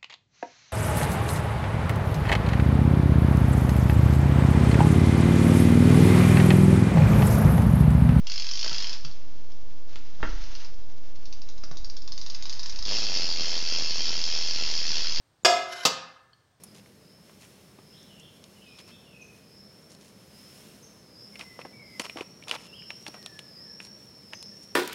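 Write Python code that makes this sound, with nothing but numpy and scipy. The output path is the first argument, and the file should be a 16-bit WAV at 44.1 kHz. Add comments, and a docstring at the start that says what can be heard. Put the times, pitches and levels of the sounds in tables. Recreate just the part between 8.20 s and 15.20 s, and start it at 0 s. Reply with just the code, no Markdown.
"""A freewheel hub on an upside-down bicycle in a kitchen: the crank is turned by hand, then the rear wheel runs free.
Pawls click over ratchet teeth, slowly at first, then as a fast even buzz: filtered noise puffs and ringing modes.
Frame knocks are noise bursts with ringing tubes; the chain is clumped, coloured grain noise.
Behind lie room air, faint tones and the low rumble of the hand-held microphone; hard walls reflect the bicycle."""
import sys
import numpy as np
from scipy import signal
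from scipy.fft import rfft, irfft, next_fast_len
from scipy.io import wavfile

SR = 44100
rng = np.random.default_rng(int(sys.argv[2]) if len(sys.argv) > 2 else 0)


def unload_wav(signal):
    """Save mono or channel-first audio to the path in sys.argv[1] as 16-bit WAV at rate SR, clipped to [-1, 1]."""
    wavfile.write(
        sys.argv[1],
        SR,
        np.round(np.clip(np.atleast_2d(signal).T, -1, 1) * 32767).astype(np.int16),
    )


N = 308700


def from_db(db):
    """Decibels to amplitude ratio."""
    return 10 ** (np.asarray(db) / 20)


def rms_one(x):
    """Scales a signal to an RMS of 1."""
    return x / np.sqrt(np.mean(x ** 2) + 1e-20)


def in_time(rows):
    """Amplitude curve through (time_s, level_db) points, straight in dB."""
    time_s, level_db = np.transpose(rows)
    return from_db(np.interp(np.arange(N) / SR, time_s, level_db))


def band(x, order, low_hz, high_hz):
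    """Butterworth band-pass."""
    return signal.sosfilt(signal.butter(order, [low_hz, high_hz], "band", fs=SR, output="sos"), x)


def colour(x, spectrum):
    """Filters by (freq_hz, gain_db) points, interpolated over log frequency."""
    freq_hz, gain_db = np.transpose(spectrum)
    size = next_fast_len(len(x) + 2000)
    log_freq = np.log(np.arange(size // 2 + 1) * SR / size + 1)
    gain = from_db(np.interp(log_freq, np.log(freq_hz), gain_db))
    return irfft(rfft(x, size) * gain, size)[:len(x)]


def drift(cutoff_hz):
    """Slow random curve of RMS 1: low-passed noise."""
    low_pass = signal.butter(2, cutoff_hz, fs=SR, output="sos")
    return rms_one(signal.sosfilt(low_pass, rng.standard_normal(N)))


def strike(times_s, gains):
    """Train of impulses."""
    train = np.zeros(N + SR)
    np.add.at(train, np.round(np.asarray(times_s) * SR).astype(int), gains)
    return train[:N]


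def ring(times_s, level_db, modes, spread_db, random_sign=True):
    """Each blow excites two-pole resonators (freq_hz, level_db, t60_s), each mode at a random strength."""
    out = np.zeros(N)
    luck = rng.standard_normal((len(times_s), len(modes), 2))
    for k, (freq_hz, mode_db, t60_s) in enumerate(modes):
        radius = from_db(-60 / (t60_s * SR))
        angle = 2 * np.pi * freq_hz / SR
        gains = from_db(level_db + mode_db + spread_db * luck[:, k, 0])
        if random_sign:
            gains = gains * np.sign(luck[:, k, 1])
        blows = strike(times_s, gains) + 1e-18  # keeps the filter off denormals
        out += signal.lfilter([0, np.sin(angle)], [1, -2 * radius * np.cos(angle), radius ** 2], blows)
    return out


def burst(times_s, level_db, t60_s):
    """Each blow releases exponentially decaying random-sign noise."""
    decay = from_db(-60 / (t60_s * SR))
    envelope = signal.lfilter([1], [1, -decay], strike(times_s, from_db(level_db)))
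    return envelope * rng.choice([-1, 1], N)


def hub():
    """Ratchet clicks and low pops; a taut chain changes the click colour and the rings of the hub."""
    # rings of hub shell and spokes: freq_hz, coasting_db, taut_db, t60_s
    ring_modes = np.array([(2620, -37, -44, .03), (2850, -37, -50, .03), (3285, -32, -46, .03),
                           (3740, -46, -36, .07), (4460, -33, -36, .015)])
    # click spectra: freq_hz, gain_db
    coasting_colour = [(530, -43), (900, -20), (1250, -23.5), (1830, -19), (2770, -13), (2990, -14.5),
                       (3230, -6), (3550, -12.5), (3970, -11), (4290, -3), (5230, -2), (7000, -16.5),
                       (9100, -53.5), (15400, -120)]
    taut_colour = [(530, -40.5), (900, -18), (1120, -16.5), (1350, -23.5), (2090, -20), (2240, -19.5),
                   (3040, -17.5), (5010, -1), (6710, -12.5), (7000, -19.5), (9100, -48), (15400, -120)]
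    # crank drives the wheel: start_s, end_s
    start_s, end_s = (2.9, 4.64)

    at_s, level_db, low_pops = teeth(scatter_db=0.5)
    taut = (at_s > start_s) & (at_s < end_s)
    coasting_modes, taut_modes = ring_modes[:, [0, 1, 3]], ring_modes[:, [0, 2, 3]]
    coasting = pawls(at_s[~taut], level_db[~taut], coasting_colour, coasting_modes, scatter_db=2.5)
    driven = pawls(at_s[taut], level_db[taut], taut_colour, taut_modes, scatter_db=1.0)
    return coasting + driven, low_pops


def teeth(scatter_db):
    """Times and levels of tooth drops: slow runs, stray ticks, then the buzz with its low pops."""
    # ratchet rotation, one click a tooth: time_s, teeth_passed
    backpedal = [(.0691, 0), (.0977, 1), (.198, 6), (.3346, 12), (.4117, 16), (.5613, 25), (.6434, 29),
                 (.6944, 31), (.7292, 32)]
    driven = [(2.9562, 0), (3.0445, 1), (3.3696, 5), (3.6372, 9), (3.8194, 12), (3.9716, 15), (4.1835, 20),
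              (4.3618, 25), (4.6526, 34)]
    freewheel = [(4.6618, 0), (4.7409, 8), (4.8109, 16), (4.8858, 24), (4.9724, 32), (5.1596, 48),
                 (5.4496, 72), (6.3336, 144), (7.0486, 200)]
    # relative click strength: time_s, level_db
    click_levels = [(.07, -18), (.25, -18.5), (.45, -16.5), (.65, -18.5), (.73, -20), (2.95, -38.5),
                    (3.06, -31), (3.8, -28), (4.0, -25), (4.15, -22.5), (4.46, -20), (4.56, -24.5),
                    (4.652, -21), (4.662, -23), (4.69, -18), (6.0, -17), (7.0, -16.5)]
    # faint driven clicks: time_s, loss_db
    faint = [(3.213, 3.5), (3.381, 4), (3.82, 6), (4.184, 31), (4.364, 10), (4.524, 6)]
    # stray ticks while the wheel is held, relative strength: time_s, level_db
    ticks = [(0.848, -24), (0.9134, -36.5), (1.3182, -38.5), (2.2387, -33), (2.3515, -27.5),
             (2.4468, -31.5), (2.54, -43.5)]
    teeth_per_turn, loudest_tooth, worn_tooth = 24, 8, 23
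    turn_swing_db, worn_loss_db = 0.8, 4
    pop_start_db, pop_swing_db = -1.5, 1
    pop_fade_from_s, pop_fade_db_per_s = 5.8, 5

    limp_teeth = 0.13  # every other driven click comes late
    slow_s = np.r_[passing(backpedal)[1], passing(driven, limp_teeth)[1]]
    slow_db = np.interp(slow_s, *np.transpose(click_levels))
    slow_db += scatter_db * rng.standard_normal(len(slow_s))
    for time_s, loss_db in faint:
        slow_db[np.argmin(abs(slow_s - time_s))] -= loss_db

    # freewheeling: clicks swell once a turn, one tooth is weak
    tooth, fast_s = passing(freewheel)
    swell = np.cos(2 * np.pi * (tooth - loudest_tooth) / teeth_per_turn)
    worn_db = worn_loss_db * (tooth % teeth_per_turn == worn_tooth)
    fast_db = np.interp(fast_s, *np.transpose(click_levels)) + turn_swing_db * swell - worn_db
    pop_fade_db = pop_fade_db_per_s * np.maximum(fast_s - pop_fade_from_s, 0)
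    pop_db = pop_start_db - pop_fade_db + pop_swing_db * swell - worn_db

    tick_s, tick_db = np.transpose(ticks)
    return np.r_[slow_s, tick_s, fast_s], np.r_[slow_db, tick_db, fast_db], pops(fast_s, pop_db)


def passing(turning, limp_teeth=0):
    """Numbers and times of teeth passing the pawls; odd teeth are delayed by limp_teeth."""
    time_s, passed = np.transpose(turning)
    tooth = np.arange(int(passed[-1]) + 1)
    return tooth, np.interp(tooth + limp_teeth * (tooth % 2), passed, time_s)


def pawls(at_s, level_db, spectrum, modes, scatter_db):
    """The first pawl snaps home, two more follow within milliseconds, one bounces; the hub shell rings."""
    luck = rng.random((len(at_s), 8))
    lags_s = np.array([0, .0008, .0024, .007]) + np.array([.0003, .0008, .0012, .002]) * luck[:, :4]
    loss_db = scatter_db * luck[:, 4:] * [0.99, 1, 0.92, 0.96]
    drops_db = np.array([-2.5, -3.5, -6.5, -8.5]) - loss_db
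    times_s = (at_s[:, None] + lags_s).ravel()
    each_db = (level_db[:, None] + drops_db).ravel()
    snap = colour(burst(times_s, each_db + 11.0, t60_s=0.006), spectrum)
    return snap + ring(at_s, level_db + 9.5, modes, spread_db=3.5)


def pops(times_s, level_db):
    """Each fast tooth gives two band-passed impulses, about a millisecond apart, of random sign and size."""
    luck = rng.uniform(-0.87, 1, (len(times_s), 4))
    lags_s = np.array([.0003, .0013]) + 0.00052 * luck[:, :2]
    sizes = np.sign(luck[:, 2:]) * (0.22 + luck[:, 2:] ** 2)
    gains = from_db(level_db)[:, None] * sizes
    blows = strike((times_s[:, None] + lags_s).ravel(), gains.ravel())
    return band(blows, 2, 100, 750)


def knocks():
    """Noise crack, dull noise tail and ringing tubes; apart from them, a boom and a low rocking."""
    # frame knocks, relative levels: time_s, body_db, crack_db, sway_db, boom_db
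    blows = [(0.443, -28.5, -34, -54, -54), (0.461, -25.5, -25, -51, -57), (0.514, -28, -34, -46, -48),
             (0.848, -36, -53, -42, -43.5), (1.758, -32.5, -19.5, -60, -57), (2.003, -36, -48, -39, -46.5),
             (2.029, -11, -46, -20.5, -41), (3.436, -34.5, -32, -62, -65), (3.512, -31, -36, -55, -47.5)]
    # frame tubes: freq_hz, level_db, t60_s
    tube_modes = [(231, -11, .08), (307, -9, .13), (640, -12, .07), (958, -14, .07), (1280, -14, .05),
                  (1550, -14, .05)]
    # whole bicycle rocking: freq_hz, level_db, t60_s
    sway_modes = [(21.2, -6, 0.27), (31.8, 2, 0.12)]
    # tyre and floor: freq_hz, level_db, t60_s
    boom_modes = [(145.6, 1.5, 0.21)]

    at_s, body_db, crack_db, sway_db, boom_db = np.transpose(blows)
    crack = band(burst(at_s, crack_db + 4.0, t60_s=0.0021), 2, 1000, 3500)
    thud = band(burst(at_s, body_db + 4.0, t60_s=0.026), 3, 160, 1800)
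    tubes = ring(at_s, body_db - 11.0, tube_modes, spread_db=2.0)
    sway = ring(at_s, sway_db + 2.0, sway_modes, spread_db=3.0, random_sign=False)
    boom = ring(at_s, boom_db + 4.5, boom_modes, spread_db=1.0)
    return crack + thud + tubes, sway + boom


def chain():
    """Dense tiny contacts of rollers and links, coming in clumps: noise of uneven, drifting level."""
    # chain over the sprockets: time_s, level_db (rms)
    levels = [(0.0, -57.5), (0.12, -52), (0.47, -52), (0.6, -42.5), (0.76, -45.5), (0.8, -52),
              (0.97, -56.5), (1.11, -58), (1.66, -60.5), (1.72, -53), (1.82, -57.5), (2.0, -54.5),
              (2.07, -49), (2.44, -48), (2.55, -59), (3.9, -59.5), (4.2, -51), (4.7, -49)]
    # relative spectrum: freq_hz, gain_db
    spectrum = [(530, -12.5), (900, -8.5), (1310, -9.5), (2160, -9), (2370, -9.5), (2560, -8.5),
                (5180, -6.5), (6260, -7.5), (7000, -17.5), (9100, -52), (15400, -120)]
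    grains = rng.standard_normal(N) * from_db(1.7 * np.minimum(rng.exponential(1, N), 4))
    clumps = grains * from_db(1.2 * drift(20))
    return in_time(levels) * rms_one(colour(clumps, spectrum))


def kitchen(x):
    """Dense reflections off hard walls: five decaying noise tails crossfade in rotation."""
    late_t60_s, early_t60_s = 0.49, 0.065
    early_db, room_db = 2.5, -0.5  # early part (cupboards, floor) re late part; room re direct sound
    tails_per_s = 11.0
    t = np.arange(SR // 2) / SR
    late = from_db(-60 * t / late_t60_s)
    early = from_db(early_db - 60 * t / early_t60_s)
    fade_in = np.clip(t / 0.0023, 0, 1)
    turn = np.arange(N) / SR * tails_per_s % 5
    out = np.zeros(N)
    for k in range(5):
        tail = rng.standard_normal(len(t)) * (late + early) * fade_in
        distance = abs((turn - k + 2.5) % 5 - 2.5)  # circular, in tails
        share = np.cos(np.pi / 2 * np.clip(distance, 0, 1))
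        out += signal.fftconvolve(x * share, tail / np.sqrt(np.sum(tail ** 2)))[:N]
    return from_db(room_db) * out


def hand():
    """Hand on the microphone: deep rumble that swells quickly at each lurch and sinks back."""
    # lurches: peak_s, peak_db (rms)
    lurches = [(0.05, -47), (0.68, -54), (0.89, -48), (2.1, -26.5), (2.55, -41), (3.0, -43), (3.6, -37),
               (3.93, -44), (4.57, -37), (6.45, -40.5)]
    steady_db, rise_db_per_s, fall_db_per_s = -54.0, 204, 79.5
    t = np.arange(N) / SR
    level_db = np.full(N, steady_db)
    for peak_s, peak_db in lurches:
        below_db = np.maximum(rise_db_per_s * (peak_s - t), fall_db_per_s * (t - peak_s))
        level_db = np.maximum(level_db, peak_db - below_db)
    rumble = band(rng.standard_normal(N), 3, 12, 36)
    return from_db(level_db) * rms_one(rumble)


def appliance_hum():
    """Faint appliance tones: sines of slowly wavering level."""
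    # tones: freq_hz, level_db (rms, before wavering)
    tones = [(278, -65.5), (926, -72.5)]
    t = np.arange(N) / SR
    out = np.zeros(N)
    for freq_hz, level_db in tones:
        out += from_db(level_db + 1.0 * drift(0.93)) * np.sqrt(2) * np.sin(2 * np.pi * freq_hz * t)
    return out


def room_air():
    """Steady coloured noise."""
    # relative spectrum: freq_hz, gain_db
    spectrum = [(24, -33.5), (40, 0), (59, -4.5), (91, -1), (159, -8.5), (280, -10), (559, -12), (898, -20),
                (1220, -22.5), (1720, -44.5), (2180, -34), (2700, -33), (7000, -32.5), (9100, -64),
                (15400, -120)]
    level_db = -54.5  # rms
    return from_db(level_db) * rms_one(colour(rng.standard_normal(N), spectrum))


def scene():
    """Clicks and frame sound excite the room; all else is added dry."""
    clicks, low_pops = hub()
    frame, lows = knocks()
    bike = clicks + frame
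    background = hand() + appliance_hum() + room_air()
    return (bike + kitchen(bike) + low_pops + lows + chain() + background)[None]


def record(dry):
    """The treble rolls off into a steep top cut; a steady offset is added."""
    offset, rolloff_hz, cutoff_hz = 0.1089, 6900, 7500
    soft = signal.sosfilt(signal.butter(4, rolloff_hz, fs=SR, output="sos"), dry)
    top_cut = signal.ellip(12, 1, 70, cutoff_hz, fs=SR, output="sos")  # ripple 1 dB, stop band -70 dB
    return offset + signal.sosfilt(top_cut, soft)


dry = scene()
out = record(dry)
unload_wav(out)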